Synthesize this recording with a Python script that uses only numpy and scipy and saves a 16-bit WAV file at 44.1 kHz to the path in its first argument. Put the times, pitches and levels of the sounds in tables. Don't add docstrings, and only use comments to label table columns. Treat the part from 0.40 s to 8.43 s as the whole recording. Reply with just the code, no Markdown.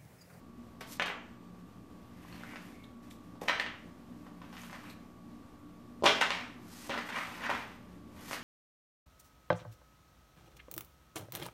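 import sys
import numpy as np
from scipy import signal
from scipy.fft import rfft, irfft
from scipy.io import wavfile
from scipy.ndimage import uniform_filter1d

SR = 44100
rng = np.random.default_rng(int(sys.argv[2]) if len(sys.argv) > 2 else 0)


def nominal_scale(level):
    x = np.asarray(level, float) / 20
    return 10 ** x


def int16_out(signal):
    q = np.round(np.clip(np.atleast_2d(signal).T, -1, 1) * 32767)
    wavfile.write(sys.argv[1], SR, q.astype(np.int16))


N = 354123

# pitch_hz, width_hz, level_db
WALLET_MODES = [(670, 31, 8.5), (1060, 360, -8), (1660, 450, -28), (3100, 79, -10), (3660, 170, -39),
                (5550, 35, -15)]
# pitch_hz, level_db (per Hz)
TICK_SPECTRUM = [(1200, -40), (2200, -25), (3000, 3.5), (3700, -6.5), (4400, -3.5), (6000, -7.5),
                 (7500, -14), (14000, -33)]


def knock(db, hz, tick_db, ring_db=-22.5):
    t = np.arange(1500) / SR - .004
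    u = 2 * np.pi * hz * t
    push = (u + 0.11 * (1 - u ** 2)) * np.exp(.45 - u ** 2 / 2)

    tick = .3 * rng.standard_normal(len(t)) - 1.5 * (abs(t) < .6 / SR)
    tick *= np.exp(-abs(t) / .0004) * (t > -.0001)
    tick = coloured(tick, TICK_SPECTRUM) * (t > -.0006)

    ring = np.zeros(len(t))
    for mode_hz, width_hz, mode_db in WALLET_MODES:
        decay = np.exp(-np.pi * (width_hz + 60) * t)
        ring += nominal_scale(mode_db) * np.sin(2 * np.pi * mode_hz * t) * decay * (t > 0)
    ring = signal.oaconvolve(ring, push / np.abs(push).sum())
    ring = ring[round(-t[0] * SR):][:len(t)]
    return nominal_scale(db) * (push + nominal_scale(ring_db) * ring + nominal_scale(tick_db) * tick / abs(tick).max())


# start_s, peak_db, contact_pitch_hz, tick_db
LANDINGS = [(0.5979, -14, 1590, -13), (0.6206, -20.5, 1400, -23), (0.66, -26.5, 1300, -5),
            (0.6817, -24.5, 1630, -22), (0.701, -24, 1110, -34), (3.0187, -29, 470, -42),
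            (3.0836, -18, 1480, -5), (3.0849, -15, 2160, -26), (3.0966, -14, 1390, -12.5),
            (3.1986, -18.5, 1740, -11), (3.2633, -25, 1710, -11), (5.6247, -25.5, 408, -17),
            (5.6371, -19.5, 545, -13), (5.642, -16, 500, -9), (5.6571, -12.5, 830, -7),
            (5.6596, -13, 2490, -16), (5.6621, -15.5, 785, 5.5), (5.6658, -11, 1650, -24),
            (5.6692, -11, 1560, -15), (5.8137, -13, 1590, -4.5), (5.9057, -17, 1760, -2.5),
            (6.4954, -27.5, 460, -4), (6.505, -29, 1550, -13), (6.5179, -31, 2010, -22),
            (6.5771, -25.5, 950, -24), (7.095, -22, 1080, -26), (7.1017, -21.5, 1340, -26),
            (7.1149, -27, 1080, -25), (7.1282, -30, 1090, -29)]
# start_s, peak_db, contact_pitch_hz, tick_db
NUDGES = [(0.4107, -40, 590, -6), (0.4151, -36.5, 780, -2), (1.8508, -52, 613, -14),
          (1.9274, -43, 1500, -6), (2.036, -38, 1250, -8), (2.1361, -37.5, 1080, -16),
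          (2.1588, -32.5, 1430, -7.5), (2.1678, -55, 1280, -7), (2.9554, -45.5, 630, -10),
          (3.8674, -42.5, 860, -21), (4.0181, -43, 910, -7), (4.0419, -54, 880, -21), (4.129, -41, 900, -2),
          (4.1684, -37, 1600, -4), (4.2353, -38.5, 1080, -2.5), (4.2982, -40, 1170, -9),
          (4.33, -33.5, 1120, -6), (4.5005, -51, 2340, -8), (5.2122, -66, 780, -12),
          (5.4036, -63, 800, -13), (6.6915, -31.5, 1500, -9), (6.761, -34, 1200, -21),
          (7.9119, -27, 1120, -4), (7.9317, -24, 1450, -3)]
# middle_s,
# peak_db, pitch_hz, length_ms
CLICKS = [(0.4112, -38.5, 1900, .5), (0.4149, -47, 900, 1.1), (0.602, -24, 1700, 1.1),
          (0.6026, -31, 3120, 0.86), (0.6255, -31, 4300, 0.43), (0.7045, -31, 2310, 0.33),
          (1.8516, -49.5, 1070, 1.7), (2.009, -46, 700, 1), (2.1365, -43, 1000, 2), (2.165, -44, 2680, .8),
          (4.0195, -43.5, 1060, 2.9), (4.042, -47, 1090, 1.3), (4.173, -55, 3330, .6),
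          (4.453, -46, 1500, .6), (4.507, -51, 4300, 1), (6.5047, -30, 3500, 0.21),
          (6.511, -28.5, 2280, 0.54), (6.542, -27, 1350, .8), (6.552, -28, 1000, 0.89),
          (6.579, -26, 3040, 0.17), (6.586, -30, 1500, 0.54), (6.77, -31, 1080, 1.3),
          (6.8125, -29, 1490, 0.46), (7.019, -33, 1550, 0.93), (7.109, -37, 4000, .3),
          (1.9265, -48.5, 4300, .8), (2.036, -40.5, 1470, 1.5), (2.4406, -48, 3650, 0.51),
          (2.4437, -47.5, 3500, 0.62), (2.4472, -52, 3700, 0.54), (2.71, -46, 3500, 0.46),
          (2.7103, -48, 7750, 0.35), (2.713, -48, 2200, .7), (2.7133, -46, 3580, .5),
          (2.7235, -60, 3780, .6), (3.0852, -17, 2080, 0.8), (3.0982, -27, 1870, 1.1),
          (3.1995, -22.5, 1820, 1.4), (3.199, -28, 4170, 0.88), (4.218, -45, 6400, .6),
          (4.501, -46, 4000, .6), (5.645, -36, 390, 2.4), (5.659, -35, 390, 3.9),
          (5.665, -11.5, 3220, 0.62), (5.9065, -34, 2230, 0.9), (6.498, -34.5, 540, 5),
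          (6.577, -34, 1900, 1.9), (6.691, -40, 2600, 0.56), (7.0965, -27.5, 855, 2.5),
          (7.114, -29.5, 960, 2.3)]


def knocks():
    direct, sent = np.zeros((2, N + 1500))
    for rows, room_db in ((LANDINGS, 0), (NUDGES, 1.8)):
        for s, db, hz, tick_db in rows:
            at = round((s - .004) * SR)
            sound = knock(db, hz, tick_db)
            direct[at:at + len(sound)] += sound
            sent[at:at + len(sound)] += nominal_scale(room_db) * sound

    t = np.arange(-600, 600) / SR
    for s, db, hz, ms in CLICKS:
        at = round(s * SR) - 600
        click = nominal_scale(db) * np.sin(2 * np.pi * hz * t) * np.exp(-(t * 1000 / ms) ** 2)
        drier = hz > 3300 or db < -39
        direct[at:at + 1200] += click
        sent[at:at + 1200] += nominal_scale(-2 - 7 * drier) * click
    return direct[:N], sent[:N]


# start_s, length_s, rubbing_db, fizz_db (fur and leather)
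SKIDS = [(.407, 0.035, -37, -48), (0.411, .012, -36, -47), (0.62, 0.025, -23.5, -42.5),
         (0.656, 0.072, -37, -49), (3.013, 0.096, -41.5, -49.5), (3.079, 0.084, -27, -46),
         (3.197, 0.039, -28, -45), (4.016, 0.17, -49, -73), (5.637, 0.13, -25, -41),
         (5.656, 0.061, -15.5, -35.5), (5.81, 0.068, -17.5, -38.5), (5.894, 0.18, -31, -54),
         (6.495, 0.19, -29, -64), (6.575, 0.05, -30.5, -49), (6.687, 0.092, -34.5, -53),
         (6.755, 0.17, -34, -52), (4.297, 0.11, -52, -66), (4.44, 0.059, -47, -66),
         (4.498, .03, -55, -51.5), (7.095, 0.2, -31, -48.5), (7.764, 0.37, -52, -69)]
# fastest_s, rise_s, fall_s, rubbing_db, fizz_db
PULLS = [(0.524, 0.06, 0.079, -50, -45.5), (1.95, 0.31, 0.3, -51.5, -63), (2.12, 0.36, 0.27, -51.5, -62.5),
         (2.256, 0.092, 0.19, -56, -62.5), (2.444, .02, .02, -58, -65), (2.64, 0.034, 0.13, -59, -67),
         (2.708, .01, 0.06, -66, -56), (2.85, .03, .03, -74, -73), (3.872, .025, 0.028, -54, -78),
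         (4.185, 0.05, 0.051, -51.5, -62), (4.14, .015, .05, -48, -63), (4.235, 0.12, .15, -61, -56.5),
         (4.36, 0.092, 0.088, -49.5, -64), (4.518, 0.58, 0.068, -54, -63), (6.33, 0.063, 0.67, -56.5, -52),
         (6.47, 0.24, 0.075, -47.5, -51), (6.675, 0.046, 0.024, -50, -56), (6.79, 0.061, 0.19, -40, -51.5),
         (6.73, .04, 0.046, -37, -61), (6.95, 0.23, 0.16, -42, -56), (7.055, 0.076, 0.07, -32, -51.5),
         (7.901, 0.13, 0.023, -43, -47.5), (7.928, 0.034, 0.085, -39, -42)]


def motion():
    t = np.arange(0, N / SR + .001, .001)
    power = np.full((2, len(t)), 1e-20)
    haste = np.array([[1], [0.88]])
    for s, length, rub_db, fizz_db in SKIDS:
        onset = np.clip((t - s) / 0.0011, 0, 1)
        fade_db = -19 * np.maximum(t - s, 0) / length * haste
        power += (onset * nominal_scale(fade_db + [[rub_db], [fizz_db]])) ** 2
    for s, rise, fall, rub_db, fizz_db in PULLS:
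        away = abs(t - s) / np.where(t < s, rise, fall)
        power += nominal_scale(-17 * away ** 1.27 + [[rub_db], [fizz_db]]) ** 2
    return [np.interp(np.arange(N) / SR, t, np.sqrt(p)) for p in power]


def grit(per_s, spread_db, share):
    size = nominal_scale(spread_db * np.minimum(rng.exponential(1, N), 2.6))
    slips = (rng.random(N) < per_s / SR) * rng.standard_normal(N) * size
    return share * evened(slips) + rng.standard_normal(N)


# pitch_hz, level_db (per Hz)
RUB_SPECTRUM = [(150, -18), (300, -13), (560, -2.5), (900, 3), (1600, 0.5), (2500, -1), (3500, -6),
                (4200, -11.5), (6500, -17.5), (9000, -66)]
# pitch_hz, level_db (per Hz)
FIZZ_SPECTRUM = [(1500, -12), (3000, 0.5), (5000, 4.5), (8000, 2), (10500, 1), (13000, 4.5), (14600, 0),
                 (14900, -29)]
# start_s, length_s, pitch_hz, share, width_hz
SINGS = [(2.04, .1, 2080, 1.1, 300), (1.93, 0.045, 4250, .3, 400), (2, 0.026, 2400, 1.2, 600),
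         (4.3, 0.075, 1160, 1.1, 250), (4.17, 0.034, 1850, 1.1, 370), (2.301, 0.15, 2200, 2, 81),
         (4.196, 0.075, 2370, 1.5, 200), (4.3, 0.074, 1900, 1, 260), (4.45, 0.08, 2300, 1.1, 390),
         (3.093, 0.069, 1600, 1.3, 390), (3.13, 0.065, 2240, 2.1, 540), (3.2, .1, 1600, 1.2, 500),
         (5.67, 0.13, 3240, 0.91, 360), (0.59, .13, 3060, 0.78, 490), (5.815, 0.044, 1500, 0.62, 600),
         (5.908, 0.043, 2260, 1.2, 600), (5.94, 0.083, 2150, 1.2, 420), (6.7, 0.092, 1700, 0.62, 530),
         (6.737, 0.12, 2100, 0.53, 610), (6.72, 0.21, 1270, 0.53, 390), (3.018, 0.058, 490, 1.7, 250),
         (5.91, .1, 940, 0.47, 560), (7.01, 0.1, 1550, 1.3, 400), (7.095, 0.12, 1500, 0.73, 560)]


def scrape():
    rub_level, fizz_level = motion()
    catch = drift(150.)
    boards = coloured(grit(700., 0.62, 0.36), RUB_SPECTRUM)
    edge = 0.27 * evened(resonate(boards, 1830 + 69 * drift(4.2), 360.0))
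    for s, length, hz, share, width_hz in SINGS:
        span = slice(round(s * SR), round((s + length) * SR))
        swell = np.hanning(len(edge[span])) ** 0.33
        edge[span] += share * swell * evened(resonate(boards[span], hz, width_hz))

    on_loose_board = np.arange(N) > 6.45 * SR
    edge += 0.56 * on_loose_board * evened(resonate(boards, 244, 17.5))
    rub = rub_level * nominal_scale(1.5 * catch - 11.0) * (boards + edge)
    fizz = fizz_level * nominal_scale(1.4 * catch - 4.0) * coloured(grit(1500., 3.5, 0.54), FIZZ_SPECTRUM)
    return rub, fizz


def walls(x, echoes):
    early = np.zeros(1000)
    for s, db in echoes:
        early[round(s * SR)] = nominal_scale(db)
    return signal.oaconvolve(x, early)[:N]


# delay_s, level_db
ECHOES = [(.0011, -5.5), (.0039, 2), (.0049, -4.5), (.0097, -13), (0.012, 1)]
# delay_s, level_db
FAR_ECHOES = [(.0021, -2), (.0034, -28), (.0062, -41), (.0088, -2), (0.0139, 1)]
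# pitch_hz, t60_s
ROOM_T60 = [(250, 0.62), (660, 0.52), (1740, 0.53), (4600, 0.42), (10000, 0.55)]
# pitch_hz, level_db
FURNISHING = [(200, -6), (500, -1), (1000, -0.5), (2000, -0.5), (3500, 2.5), (6000, 0.5), (12000, -3.5)]


def room(x):
    out = np.zeros(N)
    turn = np.arange(N) / SR * 7.0
    far = np.arange(N) > 5.5 * SR
    for k in range(3):
        taps = np.zeros(SR)
        at = np.arange(0, SR - 20, 12)
        taps[at + rng.integers(0, 12, len(at))] = rng.choice([-1., 1.], len(at))
        hz, t, z = signal.stft(taps, SR, nperseg=256)
        decay_db = read(FURNISHING, hz)[:, None] - 60 * t / read(ROOM_T60, hz)[:, None]
        tail = signal.istft(z * nominal_scale(decay_db), SR, nperseg=256)[1]
        tail *= 1 - np.exp(-np.arange(len(tail)) / SR / 0.0011)
        feed = np.sqrt(2 / 3) * np.cos(np.pi * (turn + k / 3))
        out += signal.fftconvolve(x * feed, tail / np.linalg.norm(tail))[:N]
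    early = walls(x * ~far, ECHOES) + walls(x * far, FAR_ECHOES)
    return nominal_scale(0.5) * out + nominal_scale(-11.0) * early


# pitch_hz, level_db (rms), wavering_share, wavering_hz
MOTOR_ORDERS = [(118.4, -68, 1.1, 4.0), (177.0, -61, .9, 9.0), (236.9, -61, 1.2, 12.0),
                (296.1, -62.5, .7, 7.0), (355.3, -72, .8, 4.0), (597.5, -78, .8, 3.0), (1362, -83, .4, 2.5),
                (1126.5, -69, .12, 3.0), (1186, -72, .15, 3.0), (8629, -100, .3, 3.0)]


def hum():
    turn = 2 * np.pi * np.arange(N) / SR
    out = np.zeros(N)
    for hz, db, share, waver_hz in MOTOR_ORDERS:
        in_phase = (1 + share * drift(waver_hz)) * np.cos(hz * turn)
        quadrature = share * drift(waver_hz) * np.sin(hz * turn)
        out += nominal_scale(db) * evened(in_phase + quadrature)
    return out


# pitch_hz, level_db (per Hz)
AIR_SPECTRUM = [(20, -25), (27, -20.5), (70, -4), (129, -7), (146, -11.5), (170, -5), (239, 0), (330, -10),
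                (428, -14), (1040, -20.5), (1270, -24), (2150, -29), (10800, -42), (13000, -40)]


def air():
    return nominal_scale(-54.5 + 1.1 * drift(7.1)) * coloured(rng.standard_normal(N), AIR_SPECTRUM)


def evened(x):
    return x / np.sqrt(np.mean(x ** 2) + 1e-20)


def read(points, hz):
    f, value = np.transpose(points)
    return np.interp(np.log(hz + 1), np.log(f + 1), value)


def coloured(x, spectrum):
    gain = nominal_scale(read(spectrum, np.fft.rfftfreq(len(x), 1 / SR)))
    return evened(irfft(rfft(x) * gain, len(x)))


def drift(width):
    r = np.exp(-np.pi * width / SR)
    return evened(signal.lfilter([1], [1, -2 * r, r * r], rng.standard_normal(N)))


def resonate(x, hz, width):
    turn = np.exp(2j * np.pi * np.cumsum(hz * np.ones(len(x))) / SR)
    r = np.exp(-np.pi * width / SR)
    return 2 * (turn * signal.lfilter([1 - r], [1, -r], x / turn)).real


def scene():
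    direct, sent = knocks()
    rub, fizz = scrape()
    sent = sent + nominal_scale(-4.0) * rub + nominal_scale(-19.0) * fizz
    return (direct + rub + fizz + room(sent) + hum() + air())[None]


def band_limit(x):
    return signal.sosfilt(signal.butter(12, 15710, fs=SR, output="sos"), x)


# start_s, end_s, pitch_hz
WHISTLES = [(.6, .637, 12936), (.658, .95, 12936), (6.5, 6.62, 9938), (.7, 1.17, 11440), (.6, 1.08, 9938),
            (2.16, 3.6, 12936), (2.16, 2.28, 12188), (3.09, 3.195, 12188), (3.265, 3.345, 12188),
            (3.09, 3.6, 11440), (3.09, 3.42, 9189), (4.33, 5.18, 12188), (4.33, 4.87, 10686),
            (4.33, 4.45, 11440), (5.665, 5.92, 12188), (6.075, 6.29, 12188), (5.81, 6.16, 12936),
            (5.638, 5.655, 12936), (5.665, 5.78, 10686), (5.81, 6.035, 10686), (5.81, 5.9, 11440),
            (5.905, 6.27, 9189), (6.5, 7.18, 12936), (6.5, 6.8, 12188), (7.1, 8.03, 12188),
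            (6.6, 7.43, 11440), (6.5, 7.38, 10686), (7.1, 7.18, 9938)]
# start_s, end_s, low_hz, high_hz, level_db
SLOTS = [(.575, .595, 8500, 14750, -8), (.617, .637, 10300, 12300, -22), (.617, .657, 13300, 15700, -22),
         (.64, .657, 8000, 13300, -12), (.66, .72, 14750, 15700, 14), (.72, .785, 11600, 12700, -15),
         (.745, 1.1, 10300, 12000, -10), (.75, .82, 7700, 8250, -18), (6.29, 6.47, 10300, 14750, -4),
         (6.51, 6.545, 10200, 11200, -15), (6.6, 6.65, 9400, 11000, -10), (6.715, 6.78, 10500, 14500, -6),
         (3.01, 3.065, 14750, 15700, 14), (3.05, 3.08, 10900, 11500, -20), (3.09, 3.1, 10000, 12000, -20),
         (3.1, 3.19, 10000, 11000, -22), (3.09, 3.195, 14200, 15700, -20), (3.1, 3.19, 6600, 7000, -12),
         (3.22, 3.43, 10300, 11200, -22), (3.22, 3.385, 11700, 12600, -15), (3.305, 3.37, 7800, 8200, -18),
         (5.635, 5.66, 14750, 15700, 14), (5.66, 5.77, 11000, 11800, -25),
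         (5.665, 5.765, 14750, 15700, -15), (5.735, 5.775, 9500, 10400, -15),
         (5.77, 5.825, 14750, 15700, 14), (5.83, 5.88, 13800, 15700, -20), (5.95, 6.03, 10900, 11500, -18),
         (6.035, 6.075, 10300, 13500, -8), (6.05, 6.12, 10200, 10700, -15), (7.015, 7.055, 7700, 8150, -18),
         (7.065, 7.077, 9600, 14700, -10), (7.11, 7.44, 10900, 11800, -15), (7.185, 7.4, 10200, 11000, -15),
         (7.19, 7.44, 11800, 12500, -10)]


def record(dry):
    hz, t, z = signal.stft(0.46 * np.tanh(dry[0] / 0.44), SR, nperseg=512, noverlap=384)
    z[hz > 15700] = 0
    z[hz > 14750] *= nominal_scale(-15.0)
    loud = uniform_filter1d((abs(z) ** 2).sum(0), size=16) / nominal_scale(-52.5) ** 2
    z[hz > 10200] /= (1 + loud) ** 0.14

    whistles = np.zeros(N)
    clock = np.arange(N) / SR
    for start, end, slot_hz in WHISTLES:
        slot = abs(hz - slot_hz) < 420
        on = (t > start) & (t < end)
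        level = np.sqrt(uniform_filter1d((abs(z[slot]) ** 2).sum(0), size=8)) * on
        whistles += nominal_scale(0.5) * np.interp(clock, t, level) * np.sin(2 * np.pi * slot_hz * clock)
        z[np.ix_(slot, on)] *= nominal_scale(-10.0)
    for start, end, low, high, slot_db in SLOTS:
        z[np.ix_((hz > low) & (hz < high), (t > start) & (t < end))] *= nominal_scale(slot_db)
    mix = signal.istft(z, SR, nperseg=512, noverlap=384)[1][:N] + whistles - .0005
    return band_limit(mix[None])


dry = scene()
out = record(dry)
int16_out(out)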